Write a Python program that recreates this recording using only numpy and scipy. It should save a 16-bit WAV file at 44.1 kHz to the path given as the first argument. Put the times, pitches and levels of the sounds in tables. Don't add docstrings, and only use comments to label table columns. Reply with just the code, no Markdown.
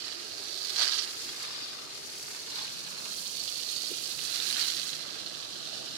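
import sys
import numpy as np
from scipy import signal
from scipy.io import wavfile
from scipy.ndimage import map_coordinates

SR = 44100
rng = np.random.default_rng(int(sys.argv[2]) if len(sys.argv) > 2 else 0)


def dump_mix(stems):
    frames = np.atleast_2d(stems).T
    limited = np.clip(frames, -1, 1)
    pcm = np.round(limited * 32767).astype(np.int16)
    wavfile.write(sys.argv[1], SR, pcm)


N = 263277
TIME = np.arange(N) / SR

# time in seconds, level in dB, pan in dB.
PATTER_CURVE = [(0.0, -42, -11), (0.36, -44, -7), (0.55, -40.5, -11.5), (0.74, -38, -12),
                (0.825, -31.5, -11), (0.87, -35.5, -15), (0.99, -33, -14), (1.02, -35, -13),
                (1.1, -43.5, -2.5), (1.66, -44.5, 1), (1.75, -47.5, 1), (2.44, -46.5, -5),
                (2.58, -43, -4.5), (2.94, -45.5, -7), (3.2, -42.5, -9), (3.44, -40.5, -14.5),
                (4.17, -39.5, -11.0), (4.29, -39, -14), (4.48, -36.5, -15), (4.62, -35.5, -11),
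                (4.76, -37.5, -11.5), (5.05, -43.5, -14), (5.97, -42.5, -8.5)]
# frequency in Hz, relative density in dB.
PATTER_COLOUR = [(300, -70.5), (1200, -13.5), (2300, -13), (2850, -6.5), (3200, -4.5), (3500, -5),
                 (4000, -2.5), (4480, -2.5), (5000, -4.5), (5600, -7.5), (6800, -15), (8500, -19),
                 (12000, -30), (16000, -86)]
# time in seconds, centre in Hz.
PIT_CURVE = [(0, 4440), (.7, 4440), (1.0, 4640), (1.7, 4700), (1.91, 4250), (2.17, 4800), (2.59, 4200),
             (2.94, 4370), (3.57, 4450), (4.6, 4150), (5.05, 4120), (5.97, 4100)]
# start in seconds, end in seconds, extra gain.
PIT_DWELLS = [(.65, 0.716, 0.56), (2.55, 2.6, 0.27), (3.415, 3.64, 0.82), (4.26, 4.36, 0.2),
              (4.575, 4.64, 0.3)]
# start in seconds, end in seconds, extra depth (0-1).
PUDDLE_SPELL = (1.1, 2.7, 0.06)
# start in seconds, end in seconds, extra in dB.
GUSHES = [(.07, .09, 3), (0.673, 0.704, 0.5), (0.8, 0.829, 2.5), (1.01, 1.017, -3), (1.427, 1.444, 2),
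          (1.87, 1.89, -2.5), (1.91, 1.925, 2), (2.558, 2.6, 2.5), (3.72, 3.745, 2), (4.15, 4.17, -3.5),
          (4.265, 4.315, 1), (4.35, 4.373, 0.5), (4.6, 4.645, 1.5), (5.257, 5.28, -0.5), (5.697, 5.78, 1)]
# start in seconds, end in seconds, level in dB,
# rise in seconds, fall in seconds.
SPLASHES = [(0.03, 0.1, -60, 0.074, 0.16), (0.785, 0.845, -43, 0.027, 0.14), (1.4, 1.55, -54.5, 0.62, 0.18),
            (2.55, 2.62, -57.5, 0.048, 0.14), (2.88, 3.1, -55, 0.27, 0.036), (2.3, 2.37, -57, 0.05, 0.033),
            (4.53, 4.61, -48.5, 0.26, 0.17), (5.07, 5.17, -54, 0.19, 0.21)]
# frequency in Hz, relative density in dB.
SPLASH_COLOUR = [(60, -54), (200, -35.5), (480, -12.5), (680, -7.5), (950, -2.5), (1200, 0), (1650, 1.5),
                 (2100, 1), (2700, 3.5), (3600, -12), (7000, -36), (16000, -56)]
# time in seconds, level in dB, pan in dB.
MIST_CURVE = [(0.0, -56.5, -6), (0.3, -54, -5.5), (0.7, -49, -10), (0.8, -48, -6), (1.1, -50, -7.5),
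              (1.44, -51, -7), (1.53, -54.5, -3), (1.91, -55, 5), (1.98, -53, 4), (2.25, -49, -2),
              (2.42, -51.5, -0.5), (2.97, -51, -2.5), (3.17, -46.5, -7), (3.51, -47.5, -10.5),
              (4.67, -44.5, -11.5), (4.83, -47.5, -9.5), (4.94, -50.5, -5), (5.07, -55, 6), (5.97, -55, 6)]
# frequency in Hz, relative density in dB.
MIST_COLOUR = [(2000, -45.5), (4500, 6.5), (6000, 8.5), (7300, 5.5), (8500, -0.5), (10500, -2),
               (13000, -7.5), (15800, -26)]
# frequency in Hz, relative density in dB.
AIR_COLOUR = [(5000, -18.5), (9000, 9.5), (12000, 3), (14000, 1.5), (15800, -3)]
# start in seconds, end in seconds, extra in dB.
PUFFS = [(1.23, 1.243, 3), (3.125, 3.14, 0.5), (4.495, 4.508, 3.5), (4.889, 4.895, 5.5)]
# start in seconds, end in seconds, level in dB.
TINKLES = [(1.218, 1.3, -48), (1.483, 1.677, -46.5), (2.566, 2.597, -46), (2.9, 3.08, -60)]
# start in seconds, end in seconds, centre pitch in Hz, level in dB.
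GURGLES = [(1.28, 1.305, 305, -56.5), (1.43, 1.62, 1130, -59.5), (1.757, 1.863, 1210, -57),
           (2.57, 2.616, 980, -54), (2.918, 3.12, 1320, -61), (5.1, 5.903, 1260, -64)]
# start in seconds, end in seconds, level in dB.
SLAPS = [(0.337, 0.584, -60), (0.82, 0.816, -51.5), (5.092, 5.35, -61.5), (5.726, 5.866, -56.5)]
# frequency in Hz, relative density in dB.
DRUM_COLOUR = [(20, -23), (45, -27), (70, -11), (110, -1), (170, -1), (250, -1), (340, 0.5), (430, -1),
               (540, -2), (700, -8), (1000, -11), (2500, -29.5)]
DRUM_DB, DRUM_DB_PER_M = -58, 2.5
DRUM_PAN_DB, DRUM_PAN_DB_PER_M = -4.5, -8
# start in seconds, end in seconds, centre pitch in Hz, level in dB.
BOOMS = [(.1, 1.2, 381, -58), (1.55, 2.452, 415, -61), (2.7, 3.327, 170, -58), (3.896, 5.97, 329, -61.5),
         (4.2, 5.97, 181, -60)]
# time in seconds, level in dB, ring in Hz.
FAT_DROPS = [(.6717, -21, 4370), (.6952, -14, 4390), (0.7605, -12, 4150), (.7663, -9.5, 4440),
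             (0.781, -12.5, 5300), (0.786, -9, 4370), (0.796, -12, 4440), (0.804, -7, 4440),
             (.8076, -17, 4520), (0.813, -6.5, 4260), (.8203, -7, 4610), (.828, -8, 3600),
             (0.8368, -9, 4400), (0.8455, -12, 4240), (0.8553, -10, 4680), (0.864, -13, 5130),
             (0.8783, -6, 4550), (0.886, -9, 4600), (0.8956, -10, 4780), (0.9104, -13, 3920),
             (0.9234, -13, 4000), (0.9362, -9.5, 4390), (.9433, -10, 4800), (.9834, -13, 5900),
             (0.9892, -8.5, 4440), (0.9932, -8.5, 4700), (.9973, -13, 5370), (1.024, -13, 4500),
             (2.5576, -19, 4220), (2.5853, -21, 4940), (2.592, -21, 3880), (2.649, -22, 4350),
             (2.679, -21, 2680), (2.785, -24, 4000), (3.478, -16, 4300), (3.9831, -18, 4350),
             (4.1908, -17, 2850), (4.3115, -19, 4120), (4.346, -13, 4460), (4.3593, -10, 4280),
             (4.4017, -11.5, 3880), (4.4236, -13, 4350), (4.4687, -15, 4370), (4.5025, -10.5, 4010),
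             (4.5273, -11.5, 4570), (4.5426, -16, 5000), (4.568, -13, 3920), (4.5953, -9, 4610),
             (4.601, -12, 4220), (4.6123, -9, 4650), (4.6176, -12, 4400), (4.627, -10, 4500),
             (4.6328, -16, 3930), (4.6384, -13, 4070), (4.6826, -15, 4300), (4.72, -15, 4610),
             (4.7832, -20, 3750), (4.893, -16.5, 3960), (4.9306, -20, 4000), (5.1092, -22, 3790),
             (5.2013, -19, 4180), (5.2622, -18, 4330), (5.2743, -20, 3880), (5.6738, -18, 4100)]
# frequency in Hz, relative density in dB.
FAT_COLOUR = [(300, -45), (1300, -15), (2400, -12), (3200, -2), (4500, -10.5), (5600, -2), (7000, -16),
              (9000, -19), (16000, -77)]
# time in seconds, level in dB, pitch in Hz.
PLINKS = [(1.083, -38, 4000), (1.283, -36, 4220), (1.289, -31, 3330), (1.434, -37, 3750),
          (1.558, -32, 4960), (1.683, -35, 4540), (1.905, -35, 4090), (2.586, -30, 3480),
          (2.986, -34, 4130), (3.053, -36, 2840), (3.365, -31, 3700)]
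# time in seconds, level in dB, pitch in Hz.
GLUGS_AND_KNOCKS = [(1.256, -36, 345), (1.292, -35, 313), (1.312, -36, 390), (3.913, -22.5, 390),
                    (3.923, -29.5, 310), (5.938, -33, 218)]
# multiple of the pitch, level in dB, T60 in seconds.
RING_MODES = [(.48, -13, .03), (.75, -12, .025), (1, 0, .022)]
# time in seconds, position along the tank in metres.
AIM_CURVE = [(0, 0.027), (.8, -0.133), (1.2, -0.038), (1.5, 0.062), (2.2, 0.092), (3.2, 0.346),
             (4.5, 0.587), (5.4, 0.675), (5.97, 0.6)]
# mean delay in seconds, level in dB.
WALL_PATHS = [(.00243, 0), (.0031, -6), (.0041, -8)]
WALL_DRIFT_S = .00006
# start in seconds, end in seconds,
# first centre in Hz, last centre in Hz, width in Hz, share cancelled (0-1, halved on the left).
WALL_PASSES = [(0, .6, 3800, 2800, 500, 0.44), (.6, .92, 2800, 2560, 450, 0.35),
               (1.08, 1.3, 2800, 3150, 450, 0.25), (2.008, 2.3, 4030, 3500, 700, 0.24),
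               (.22, .6, 2070, 1950, 450, 0.24), (1.25, 1.31, 3850, 4050, 200, 0.7),
               (2.75, 3.15, 2030, 1960, 450, 0.6), (3.255, 4.098, 1640, 1830, 1300, 0.43),
               (4.1, 5.9, 900, 930, 280, 0.26), (5.145, 5.897, 2190, 2140, 450, 0.68)]
EDGE_HZ = 15850


def gain_of(db):
    return 10 ** (np.asarray(db) / 20)


def evened(x):
    return x / np.sqrt(np.mean(x ** 2, axis=-1, keepdims=True) + 1e-20)


def decay(t, t60_s):
    return np.exp(-np.log(1000) * t / t60_s)


def follow(table):
    s, *columns = np.transpose(table)
    return [np.interp(TIME, s, column) for column in columns]


def spell(start_s, end_s, rise_s, fall_s):
    return np.exp(np.minimum(TIME - start_s, 0) / rise_s - np.maximum(TIME - end_s, 0) / fall_s)


def swelling(rest_db, spells):
    power = gain_of(rest_db) ** 2
    for start_s, end_s, db, rise_s, fall_s in spells:
        power = power + (gain_of(db) * spell(start_s, end_s, rise_s, fall_s)) ** 2
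    return 10 * np.log10(power)


def gushing(table, rise_s=0.019, fall_s=0.024):
    return sum(db * spell(start_s, end_s, rise_s, fall_s) for start_s, end_s, db in table)


def flutter(slow_hz, fast_hz, count=60):
    t = TIME[::64]
    waves = sum(np.sin(2 * np.pi * (hz * t + rng.random())) for hz in np.geomspace(slow_hz, fast_hz, count))
    return np.interp(TIME, t, evened(waves))


def placed(level_db, pan_db):
    lean = gain_of(pan_db) * np.ones(N)
    return gain_of(level_db) * np.array([lean, np.ones(N)]) * 2 / np.sqrt(1 + lean ** 2)


def blend(a, b, share):
    share = np.clip(share, 0, 1)
    return np.sqrt(share) * a + np.sqrt(1 - share) * b


def coloured(x, colour, size=4096):
    hz, db = np.transpose(colour)
    bin_hz = abs(np.fft.fftfreq(size, 1 / SR))
    log_gain = np.log(gain_of(np.interp(np.log(bin_hz + 1), np.log(hz), db)))
    ring = np.fft.ifft(np.exp(np.conj(signal.hilbert(log_gain)))).real[:size // 2]
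    return signal.oaconvolve(x, ring[None] / np.linalg.norm(ring), axes=1)[:, :N]


def resonate(x, hz, width_hz):
    turn = np.exp(2j * np.pi * np.cumsum(hz) / SR)
    r = np.exp(-np.pi * width_hz / SR)
    return 2 * (turn * signal.lfilter([1 - r], [1, -r], x / turn)).real


def delayed(x, delay_s):
    return map_coordinates(x, [(TIME - delay_s) * SR], order=3)


def off_wall(x):
    drift_s = WALL_DRIFT_S * flutter(.2, .8, count=6)
    paths = sum(gain_of(db) * delayed(x, lag_s + drift_s) for lag_s, db in WALL_PATHS)
    return paths / np.linalg.norm([gain_of(db) for _, db in WALL_PATHS])


def paired(x, likeness):
    return np.array([blend(off_wall(x[1]), x[0], likeness), x[1]])


def drops(per_s, spread_db, largest):
    chance, size, sign = rng.random((3, 2, N))
    size = np.minimum(-np.log(1 - size), largest)
    return evened((chance < per_s / SR) * gain_of(spread_db * size) * np.sign(sign - .5))


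def grainy(clicks, share):
    return blend(clicks, rng.standard_normal((2, N)), share * np.array([[.6], [1]]))


def spray():
    force = np.clip((follow(PATTER_CURVE)[0] + 41.0) / 12, 0, 1)
    hard, soft = (drops(per_s=1400, spread_db=4.6, largest=3.2) for _ in range(2))
    clumps = flutter(11, 130)
    return patter(hard, force, clumps) + splash(hard, soft, force), clumps


def patter(hard, force, clumps):
    level_db, pan_db = follow(PATTER_CURVE)
    clicks = paired(grainy(hard, 0.55 + 0.46 * force), 0.04 + 0.28 * force)
    hits = spatter(coloured(clicks, PATTER_COLOUR))
    pit_hz = follow(PIT_CURVE)[0] + 85 * flutter(4, 25)
    pit_gain = 0.78
    for start_s, end_s, extra in PIT_DWELLS:
        pit_gain = pit_gain + extra * spell(start_s, end_s, rise_s=0.26, fall_s=0.22)
    hits = hits + pit_gain * resonate(hits, pit_hz, width_hz=420)
    return hits * placed(level_db - 1.77 + gushing(GUSHES) + 0.45 * clumps, pan_db)


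def spatter(x, width_hz=380, count=7):
    start_s, end_s, extra = PUDDLE_SPELL
    depth = 0.18 + extra * spell(start_s, end_s, rise_s=0.06, fall_s=0.2)
    bands_hz = np.geomspace(2900, 5900, count)
    return x + sum(depth * flutter(8, 60) * resonate(x, np.full(N, hz), width_hz) for hz in bands_hz)


def splash(hard, soft, force):
    clicks = grainy(blend(hard, soft, 0.18), 0.78 + 0.073 * force)
    wet = gain_of(swelling(rest_db=-57.0, spells=SPLASHES))
    waver_db = 0.78 * gushing(GUSHES) + 2.07 * flutter(14, 130)
    return coloured(paired(clicks, 0.042), SPLASH_COLOUR) * wet * placed(1.76 + waver_db, pan_db=-7.0)


def mist(clumps):
    level_db, pan_db = follow(MIST_CURVE)
    fizz = coloured(grainy(drops(per_s=3000, spread_db=5.5, largest=3.6), 0.33), MIST_COLOUR)
    air = coloured(grainy(drops(per_s=2500, spread_db=2.0, largest=1.7), 0.21), AIR_COLOUR)
    puffs_db = gushing(PUFFS) + 0.67 * gushing(GUSHES) + .5 * clumps + 1.65 * flutter(7.2, 130)
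    air_db = -54.0 + 1.64 * (level_db + 48.5) + .5 * puffs_db + 1.0 * flutter(4.3, 130)
    return fizz * placed(level_db + 2.5 + puffs_db, pan_db) + air * placed(air_db, pan_db)


def bubbles(low_hz, high_hz, t60_s, rise_per_s, per_s, count=14):
    t, out = np.arange(SR // 25) / SR, np.zeros((2, N))
    for hz in np.geomspace(low_hz, high_hz, count):
        note = np.sin(2 * np.pi * hz * t * (1 + rise_per_s * t)) * decay(t, t60_s)
        out += signal.oaconvolve(drops(per_s, spread_db=4, largest=2.5), note[None], axes=1)[:, :N]
    return evened(out)


def froth():
    small = bubbles(low_hz=3500, high_hz=5400, t60_s=0.02, rise_per_s=0.9, per_s=70)
    spells = [(start_s, end_s, db, 0.06, 0.12) for start_s, end_s, db in TINKLES]
    return small * placed(swelling(rest_db=-56.5, spells=spells), 0.6)


def gurgle(spread=0.11, rise_s=0.063, fall_s=0.041):
    large = 0
    for start_s, end_s, hz, db in GURGLES:
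        cluster = bubbles(hz * (1 - spread), hz * (1 + spread), t60_s=0.039, rise_per_s=1.1, per_s=40, count=9)
        large = large + cluster * gain_of(db) * spell(start_s, end_s, rise_s, fall_s)
    return large * placed(0.55, -6.0)


def slap(hz, width_hz=260, rise_s=0.07, fall_s=0.039):
    taps = grainy(drops(per_s=640, spread_db=1.5, largest=7.0), 0.8)
    spells = [(start_s, end_s, db, rise_s, fall_s) for start_s, end_s, db in SLAPS]
    pitch_hz = np.full(N, hz)
    ring = evened(resonate(resonate(taps, pitch_hz, width_hz), pitch_hz, width_hz))
    return ring * placed(swelling(rest_db=-65.0, spells=spells), -15.5)


def pushes():
    return paired(grainy(drops(per_s=500, spread_db=4.5, largest=2.9), 0.39), 0.26)


def drum():
    aim_m = follow(AIM_CURVE)[0]
    gains = placed(DRUM_DB + DRUM_DB_PER_M * aim_m, DRUM_PAN_DB + DRUM_PAN_DB_PER_M * aim_m)
    return coloured(pushes(), DRUM_COLOUR) * gains


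def boom(width_hz=85):
    push, out = pushes(), 0
    for start_s, end_s, hz, db in BOOMS:
        pitch_hz = hz * (1 + 0.06 * flutter(5, 16))
        ring = evened(resonate(resonate(push, pitch_hz, width_hz), pitch_hz, width_hz))
        out = out + ring * gain_of(db) * spell(start_s, end_s, rise_s=0.19, fall_s=0.11)
    return out * placed(-2.5, DRUM_PAN_DB + DRUM_PAN_DB_PER_M * follow(AIM_CURVE)[0] + 3.0)


def fat_drops(snap_db=-2.0, ring_db=-4.0, ring_t60_s=.007):
    clicks, rings, t = np.zeros((1, N)), np.zeros(N), np.arange(SR // 100) / SR
    fade = (1 - np.exp(-t / .0003)) * decay(t, ring_t60_s)
    for s, db, hz in FAT_DROPS:
        at = round(s * SR)
        clicks[0, at] = gain_of(db + snap_db)
        rings[at:at + len(t)] += gain_of(db + ring_db) * fade * np.sin(2 * np.pi * hz * t)
    snaps = coloured(clicks, FAT_COLOUR)[0] + rings
    return np.array([off_wall(snaps), snaps]) * placed(-2.0, -13.0)


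def plinks(t60_s=0.057, swell_s=0.0023):
    t, out = np.arange(SR // 12) / SR, np.zeros(N)
    fade = (1 - np.exp(-t / swell_s)) * decay(t, t60_s)
    for s, db, hz in PLINKS:
        at = round(s * SR)
        out[at:at + len(t)] += gain_of(db) * fade * np.sin(2 * np.pi * hz * t)
    return np.array([off_wall(out), out]) * placed(-2.5, follow(PATTER_CURVE)[1])


def glugs_and_knocks(onset_s=0.0027):
    t, out = np.arange(SR // 8) / SR, np.zeros(N + SR)
    for s, db, hz in GLUGS_AND_KNOCKS:
        ring = sum(gain_of(mode_db) * decay(t, t60_s) * np.sin(2 * np.pi * ratio * hz * t)
                   for ratio, mode_db, t60_s in RING_MODES)
        at = round(s * SR)
        out[at:at + len(t)] += gain_of(db) * ring * (1 - np.exp(-(t / onset_s) ** 2))
    no_rumble = signal.butter(4, 130, "highpass", fs=SR, output="sos")
    return signal.sosfilt(no_rumble, out[:N]) * placed(-1.4, -10.0)


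def walls(x, echo_db, near_s, far_s, count=6):
    aim_m = follow(AIM_CURVE)[0]
    out = x.copy()
    for delay_s in np.geomspace(near_s, far_s, count):
        slant, sign = rng.choice([-1, 1], 2)
        path_m = slant * .6 * (aim_m - aim_m.mean()) + .025 * flutter(.25, 2.5, count=12)
        echo = np.array([delayed(side, delay_s + path_m / 343) for side in x])
        out += sign * gain_of(echo_db) * echo
    out /= np.sqrt(1 + count * gain_of(echo_db) ** 2)
    for start_s, end_s, from_hz, to_hz, width_hz, share in WALL_PASSES:
        depth = np.clip(share, 0, 1) * spell(start_s, end_s, rise_s=0.11, fall_s=0.1)
        centre_hz = np.interp(TIME, [start_s, end_s], [from_hz, to_hz])
        out = out - depth * np.array([[.5], [1]]) * resonate(out, centre_hz, width_hz)
    return out


def room(x, t60_s):
    t = np.arange(SR // 2) / SR
    tail = rng.standard_normal((2, len(t))) * decay(t, t60_s) * (t > .008)
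    return signal.oaconvolve(x.mean(0)[None], evened(tail) / np.sqrt(len(t)), axes=1)[:, :N]


def scene():
    water, clumps = spray()
    tank = walls(water + fat_drops(), echo_db=-20, near_s=0.00142, far_s=.007)
    tank = tank + mist(clumps) + froth() + gurgle() + slap(hz=627)
    tank = tank + drum() + boom() + plinks() + glugs_and_knocks()
    return tank + gain_of(-18.5) * room(tank, t60_s=0.47)


def record(dry):
    low_pass = signal.firwin(1023, EDGE_HZ, window=("kaiser", 9), fs=SR)
    return signal.oaconvolve(dry, low_pass[None], "same")


dry = scene()
out = record(dry)
dump_mix(out)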